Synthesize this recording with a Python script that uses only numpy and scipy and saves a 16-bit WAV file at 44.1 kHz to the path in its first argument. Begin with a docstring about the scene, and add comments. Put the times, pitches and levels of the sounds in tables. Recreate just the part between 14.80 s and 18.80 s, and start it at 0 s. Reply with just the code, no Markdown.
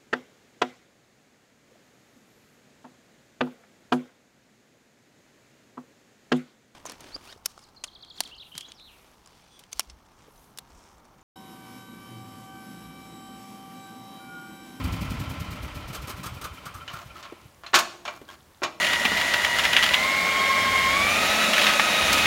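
"""A snowy yard between walls, with snowflakes ticking close by. Inside a van, a snow blower's
single-cylinder engine coasts to a stop: its thumps, clatter and hiss follow one cycle, so they slow
and weaken together, and the last turns chuff out air. A folding aluminium ramp is dragged off the
bumper, clanks at its hinge and folds shut, each contact exciting its modes. The walls reverberate."""
import sys
import numpy as np
from scipy import signal
from scipy.fft import rfft, irfft, next_fast_len
from scipy.io import wavfile
from scipy.ndimage import map_coordinates

SR = 44100
rng = np.random.default_rng(int(sys.argv[2]) if len(sys.argv) > 2 else 0)


def log_audio(samples):
    """Write samples as a 16-bit WAV file to the path given in sys.argv[1]."""
    # one column per channel
    frames = np.atleast_2d(samples).T
    # limit to full scale, then quantise
    limited = np.clip(frames, -1, 1)
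    pcm = np.round(limited * 32767).astype(np.int16)
    wavfile.write(sys.argv[1], SR, pcm)


N = 176400
FULL_SPEED = 12  # cycles per second
CLINK_OCTAVES, CLINK_T60_S = 0.036, 0.065

# Spectra of engine rumble, rushing air and struck aluminium. Each row: frequency in Hz, level in dB.
RUMBLE_SPECTRUM = [(22, -30), (60, 5.5), (130, 4), (280, -11.5), (400, -38.5)]
HISS_SPECTRUM = [(300, 5.5), (1300, -1.5), (3500, -0.5), (5500, -3), (8500, -8), (10500, -8), (14500, -6),
                 (16000, -16)]
CLASH_SPECTRUM = [(60, -12), (150, -14.5), (330, -12.5), (490, -12.5), (1100, -0.5), (2000, -6),
                  (4400, -5.5), (5000, -9), (6800, -7), (9000, -15), (16000, -6)]


def amp(db):
    """Decibels to amplitude ratio."""
    return 10 ** (np.asarray(db) / 20)


def unit(x):
    """Normalisation to rms 1."""
    return x / np.sqrt(np.mean(x ** 2) + 1e-20)


def along(points, hz):
    """Interpolation on a logarithmic frequency axis."""
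    f, v = np.transpose(points)
    return np.interp(np.log(hz + 1), np.log(f + 1), v)


def filtered(x, response):
    """Linear filtering: the spectrum times a frequency response."""
    m = next_fast_len(len(x) + 16384)
    return irfft(rfft(x, m) * response(np.fft.rfftfreq(m, 1 / SR)), m)[:len(x)]


def noise(spectrum, peaks=(), size=N):
    """Coloured noise of rms 1 with resonance peaks."""
    lift = lambda f: sum(db / (1 + (2 * (f - hz) / width) ** 2) for hz, width, db in peaks)
    return unit(filtered(rng.standard_normal(size), lambda f: amp(along(spectrum, f) + lift(f))))


def narrow(hz, octaves, size=N):
    """Band-pass noise of rms 1 around one pitch."""
    band = lambda f: 1 / (1 + (np.log2((f + 1) / hz) / octaves) ** 2) ** 1.38
    return unit(filtered(rng.standard_normal(size), band))


def wobble(rate):
    """Smooth random modulation, rate knots a second."""
    return map_coordinates(rng.standard_normal(int(N * rate / SR) + 4), [np.arange(N) * rate / SR])


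def dying(x, t60):
    """Frequency-dependent damping: each band decays at its own rate."""
    hz, t, bands = signal.stft(x, SR, nperseg=128)
    return signal.istft(bands * amp(-60 * t / along(t60, hz)[:, None]), SR, nperseg=128)[1][:len(x)]


def add(track, s, x):
    """Superposition of x on the track at s seconds."""
    i = round(s * SR)
    x = x[max(-i, 0):]
    part = track[max(i, 0):][:len(x)]
    part += x[:len(part)]


def taps(rows, octaves, t60):
    """Damped impacts: noise bands under exponential decays."""
    out, t = np.zeros(N), np.arange(SR // 4) / SR
    for s, db, hz in rows:
        shape = amp(-60 * t / t60) * (1 - np.exp(-t / 0.0006))
        hit = unit(shape * narrow(hz, octaves, size=len(t)))
        add(out, s, amp(db) * hit * np.sqrt(np.mean(shape ** 2)))
    return out


def passes(cycle, phase):
    """Samples at which the cycle crosses a phase."""
    return np.flatnonzero(np.diff(np.floor(cycle - phase)))


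def strokes(cycle, rows, rest_db):
    """Cyclic envelope: Gaussian swells add in power over a floor."""
    swell = lambda phase, width: np.exp(-.5 * (((cycle - phase + .5) % 1 - .5) / width) ** 2)
    power = sum((amp(db) * swell(phase, width)) ** 2 for phase, width, db in rows)
    return np.sqrt(amp(rest_db) ** 2 + power)


def thump(hz):
    """A pressure pulse, centred half a second in, and its damped shudder."""
    width_cycles, shudder_db, shudder_t60_s = 0.46, -13.5, 0.41
    t = np.arange(SR) / SR - .5
    phase = t * hz * 2 ** (0.36 * rng.normal())
    pulse = np.cos(2 * np.pi * phase + .5 * rng.normal()) * np.exp(-.5 * (phase / width_cycles) ** 2)
    shudder = np.clip(phase + 1, 0, 1) * amp(shudder_db - 60 * np.abs(t) / shudder_t60_s)
    return pulse + shudder * narrow(hz, 1, size=SR)


def cylinder(speed, cycle):
    """A pressure pulse train weakens with falling speed and gives way to single thumps."""
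    # Each row: phase in cycles, relative level in dB, pitch in Hz.
    fast_pulses = [(0.079, -3.5, 83), (0.19, -1, 120.4), (0.86, -4, 78)]
    # Each row: time in seconds, level in dB.
    last_pulses = [(1.468, -30), (1.526, -31.5), (1.575, -36), (1.649, -38.5), (1.722, -34), (1.871, -34),
                   (1.956, -32.5), (2.142, -35.5), (2.264, -38), (2.312, -46), (2.661, -38)]
    out = np.zeros(N)
    for phase, db, hz in fast_pulses:
        for i in passes(cycle, phase):
            gain = amp(db - 22 - 1.5 * (FULL_SPEED - speed[i]) + rng.normal())
            gain *= np.clip(speed[i] - FULL_SPEED / 2 + 1, 0, 1)  # fades out below half speed
            add(out, i / SR - .5, gain * thump(hz))
    for s, db in last_pulses:
        add(out, s - .5, amp(db) * thump(hz=85))
    return out


def hiss(speed, cycle):
    """Air noise, amplitude-modulated by the strokes."""
    # Each row: phase in cycles, width in cycles, relative level in dB.
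    air_strokes = [(.07, 0.057, 1.5), (.19, 0.12, -3), (.48, 0.056, -6.5)]
    level = amp(-40.5) * (speed / FULL_SPEED) ** 1.4
    return level * strokes(cycle, air_strokes, rest_db=-39) * noise(HISS_SPECTRUM)


def clatter(speed, cycle):
    """Cyclic mechanical noise excites the casing's resonances."""
    # Each row: phase in cycles, width in cycles, relative level in dB.
    bursts = [(0.22, 0.068, -2), (0.732, 0.22, -3), (0.52, 0.12, -3.5)]
    # Each row: frequency in Hz, level in dB.
    spectrum = [(260, -12), (450, -4), (730, -2.5), (1310, -5.5), (1710, -12), (2990, -7.5), (4920, -14),
                (15000, -39)]
    # Each row: frequency in Hz, bandwidth in Hz, lift in dB.
    casing_modes = [(593, 27, 7.5), (1028, 114, 8.5), (1330, 130, 9), (2146, 1100, 9), (3080, 24, 12.5)]
    level = amp(-38.5) * (speed / FULL_SPEED) ** 0.97
    return level * strokes(cycle, bursts, rest_db=-4.5) * noise(spectrum, casing_modes)


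def van_boom(speed, cycle):
    """Forced vibration: fast strokes drive the van body's modes."""
    # Each row: phase in cycles, width in cycles, relative level in dB.
    drive = [(.33, 0.35, -1.5)]
    # Each row: frequency in Hz, bandwidth in Hz, lift in dB.
    body_modes = [(181, 13.4, 11.5), (258, 16.8, 19), (310.3, 39, 25.5)]
    level = amp(-31 - 3 * (FULL_SPEED - speed))
    return level * strokes(cycle, drive, rest_db=-16.5) * noise(RUMBLE_SPECTRUM, body_modes)


def casing_clacks(speed, cycle):
    """Two impacts a cycle, a compression clack and a valve tick, ring the casing's modes."""
    # Each row: phase in cycles, level in dB.
    impacts = [(.19, -36.5), (.71, -39.5)]
    # Each row: frequency in Hz, relative level in dB.
    modes = [(1345, -4), (2400, -5.5), (3060, -9.5)]
    clacks = [(i / SR, db + mode_db - (FULL_SPEED - speed[i]) / 2, hz)
              for phase, db in impacts for i in passes(cycle, phase) for hz, mode_db in modes]
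    return taps(clacks, CLINK_OCTAVES, CLINK_T60_S)


def engine():
    """Coasting rotation: phase, the integral of speed, keeps the parts in step."""
    # Each row: time in seconds, speed in cycles per second.
    run_down = [(0.0, 12.148), (0.35, 10.609), (0.75, 8.617), (1.2, 7.039), (1.6, 5.198), (2.0, 3.879),
                (2.4, 2.683), (2.8, 1.198)]
    start_cycle, stop_s = -.46, 2.75
    t = np.arange(N) / SR
    speed = np.interp(t, *np.transpose(run_down))
    cycle = start_cycle + np.cumsum(speed) / SR
    turning = np.clip((stop_s - t) * 10, 0, 1)
    thumps = cylinder(speed, cycle)
    rumble = amp(-38.5 - 2.82 * (FULL_SPEED - speed)) * noise(RUMBLE_SPECTRUM)
    parts = sum(part(speed, cycle) for part in (hiss, clatter, van_boom, casing_clacks))
    return turning * (thumps + rumble + parts)


def snowflakes():
    """Randomly timed impacts of snow, each a heavily damped sinusoid."""
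    flakes_per_s, centre_hz = 41, 6600
    out, t = np.zeros(N), np.arange(256) / SR
    for when, pitch, size in rng.random((int(flakes_per_s * N / SR), 3)):
        hz = centre_hz * 2 ** (2 * pitch - 1)
        tick = np.sin(2 * np.pi * hz * t) * np.exp(-t * hz / 2)
        add(out, when * N / SR, amp(-50 + 8 * size ** 2) * tick)
    return out


def outdoor_air():
    """Stationary ambient noise, strongest in the bass."""
    # Each row: frequency in Hz, level in dB.
    spectrum = [(25, -15), (65, -3), (130, -6), (450, -13), (1100, -14), (2500, -21.5), (15500, -30)]
    return amp(-56.5) * noise(spectrum)


def yard(x):
    """Reverberation: reflections from van and house walls merge into a delayed tail."""
    # Each row: frequency in Hz, T60 in seconds.
    decay_times = [(100, 0.91), (1000, 0.45), (4000, 0.52), (8000, 0.51), (14000, 0.28)]
    tail = dying(rng.standard_normal(SR), decay_times)
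    response = np.pad(tail / np.linalg.norm(tail), (int(.015 * SR), 0))
    return amp(-16) * signal.fftconvolve(x, response)[:N]


def chuffs():
    """Gritty air jets from the slowing cylinder excite a casing resonance."""
    # Each row: start in seconds, level in dB.
    puffs = [(1.127, -40.5), (1.144, -37.5), (1.271, -39), (1.293, -37.5), (1.431, -37), (1.457, -38),
             (1.611, -40), (1.639, -37.5), (1.853, -40.5), (1.939, -45), (2.129, -44)]
    # Each row: frequency in Hz, bandwidth in Hz, lift in dB.
    passage_modes = [(6320, 90, 7.5), (8300, 200, 9.5)]
    attack_s, hold_s, ring_db_per_s = 0.0025, 0.013, 11
    t = np.arange(SR // 2) / SR
    jet, ring_power = np.zeros(N), np.zeros(N)
    for s, db in puffs:
        decay = lambda t60: amp(db - 60 * np.maximum(t - hold_s, 0) / t60)
        add(jet, s, decay(t60=0.1) * (1 - np.exp(-t / attack_s)))
        growth = amp(ring_db_per_s * (s - puffs[0][0]))  # later, slower strokes ring more
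        add(ring_power, s, (growth * decay(t60=0.22) * np.minimum(t / hold_s, 1)) ** 2)
    air = unit(amp(0.5 * wobble(510)) * noise(HISS_SPECTRUM, passage_modes))
    return jet * air + amp(-4) * np.sqrt(ring_power) * narrow(hz=1250, octaves=0.25)


def clinks():
    """Light impacts ring narrow metal resonances of engine and ramp."""
    # Each row: start in seconds, level in dB, pitch in Hz.
    hits = [(2.016, -36, 1350), (2.078, -33, 2980), (2.864, -36.5, 4160), (3.488, -43.5, 3280),
            (3.488, -41.5, 1610), (2.358, -36, 1320)]
    return taps(hits, CLINK_OCTAVES, CLINK_T60_S)


def aluminium(s, size):
    """The ramp's modal response at s seconds: other modes stand out once the hinge has swung."""
    # Each row: frequency in Hz, lift in dB when straight, lift in dB when swung.
    modes = [(349, 15.5, 13.5), (605.5, 9.5, 13.5), (687, 12, 10), (1087, 12, 5.5), (1376, 10, 4),
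             (1483, 3.5, -5), (1730, 6, -26), (2376, 5, 16), (2940, 5, 8), (5380, 9.5, 11), (6650, 9.5, 14)]
    swing_s, width_hz = 3.1, 32
    peaks = [(hz, width_hz, straight if s < swing_s else swung) for hz, straight, swung in modes]
    return noise(CLASH_SPECTRUM, peaks, size)


def clanks():
    """Impact excitation: a clash dies into a rattle; soft contacts are dull, light ones thin."""
    # Each row: start in seconds, relative level in dB, low-pass and high-pass corners in Hz.
    contacts = [(2.078, -34, 3920, 1200), (2.098, -37.5, 3500, 600), (2.427, -35.5, 4750, 2460),
                (2.451, -38.5, 3400, 600), (2.835, -36, 2450, 653), (2.863, -34, 3980, 1456),
                (2.932, -16.5, 1910, 343), (2.941, -11.5, 5950, 696), (2.951, -14, 9100, 404),
                (2.957, -14.5, 7600, 670), (2.971, -19.5, 3000, 600), (2.9875, -18.5, 10500, 1480),
                (3.252, -30, 3970, 402), (3.278, -26.5, 3120, 385), (3.819, -19, 1000, 198),
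                (3.826, -38.5, 5900, 400), (3.833, -20, 5000, 315), (3.8369, -29, 2900, 200)]
    # Each row: frequency in Hz, T60 in seconds.
    clash_t60 = [(150, 0.34), (1000, 0.17), (4000, 0.13), (12000, 0.085)]
    rattle_t60 = [(hz, 0.42 * (1000 / hz) ** .85) for hz, _ in CLASH_SPECTRUM]  # low modes ring longer
    out, t = np.zeros(N), np.arange(SR // 2) / SR
    attack = 1 - np.exp(-t / 0.00023)
    for s, db, dull_hz, thin_hz in contacts:
        rattle = dying(aluminium(s, len(t)), rattle_t60) * amp(-18 + 3 * wobble(158)[:len(t)])
        clash = dying(aluminium(s, len(t)), clash_t60)
        band = np.vstack([signal.butter(2, dull_hz, fs=SR, output="sos"),
                          signal.butter(1, thin_hz, "high", fs=SR, output="sos")])
        add(out, s, amp(db + 4) * signal.sosfilt(band, (rattle + clash) * attack))
    return out


def scrapes():
    """Stick-slip friction: the ramp's edge slides in a rough stream of tiny contacts."""
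    # Each row: start in seconds, length in seconds, level in dB.
    slides = [(2.085, 0.17, -45), (2.338, 0.089, -46), (3.282, 0.11, -48), (3.47, 0.097, -46.5)]
    rough_db, dull_hz = 3.5, 2490
    envelope = np.zeros(N)
    for s, length, db in slides:
        add(envelope, s, amp(db) * signal.windows.tukey(int(length * SR), .5))
    friction = amp(rough_db * wobble(300)) * aluminium(0, N)
    return envelope * unit(filtered(friction, lambda f: 1 / (1 + 1j * f / dull_hz)))


def knocks():
    """Heavily damped impacts of boots and the ramp's foot sound broad and dull."""
    # Each row: start in seconds, level in dB, pitch in Hz.
    hits = [(2.523, -31.5, 316), (3.414, -36.5, 345), (3.833, -26.5, 664)]
    return taps(hits, octaves=0.89, t60=0.046)


def scene():
    """Superposition of direct sound, its reverberation, snow and quiet air."""
    direct = engine() + chuffs() + clanks() + scrapes() + knocks() + clinks()
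    return (direct + yard(direct) + snowflakes() + outdoor_air())[None]


def record(dry):
    """Band limiting thins the deepest bass and cuts the highest treble steeply."""
    low_hz, top_hz = 40, 15900
    band = lambda hz: hz ** 2 / np.hypot(hz ** 2, low_hz ** 2) / (1 + (hz / top_hz) ** 160)
    return filtered(dry[0], band)[None]


dry = scene()
out = record(dry)
log_audio(out)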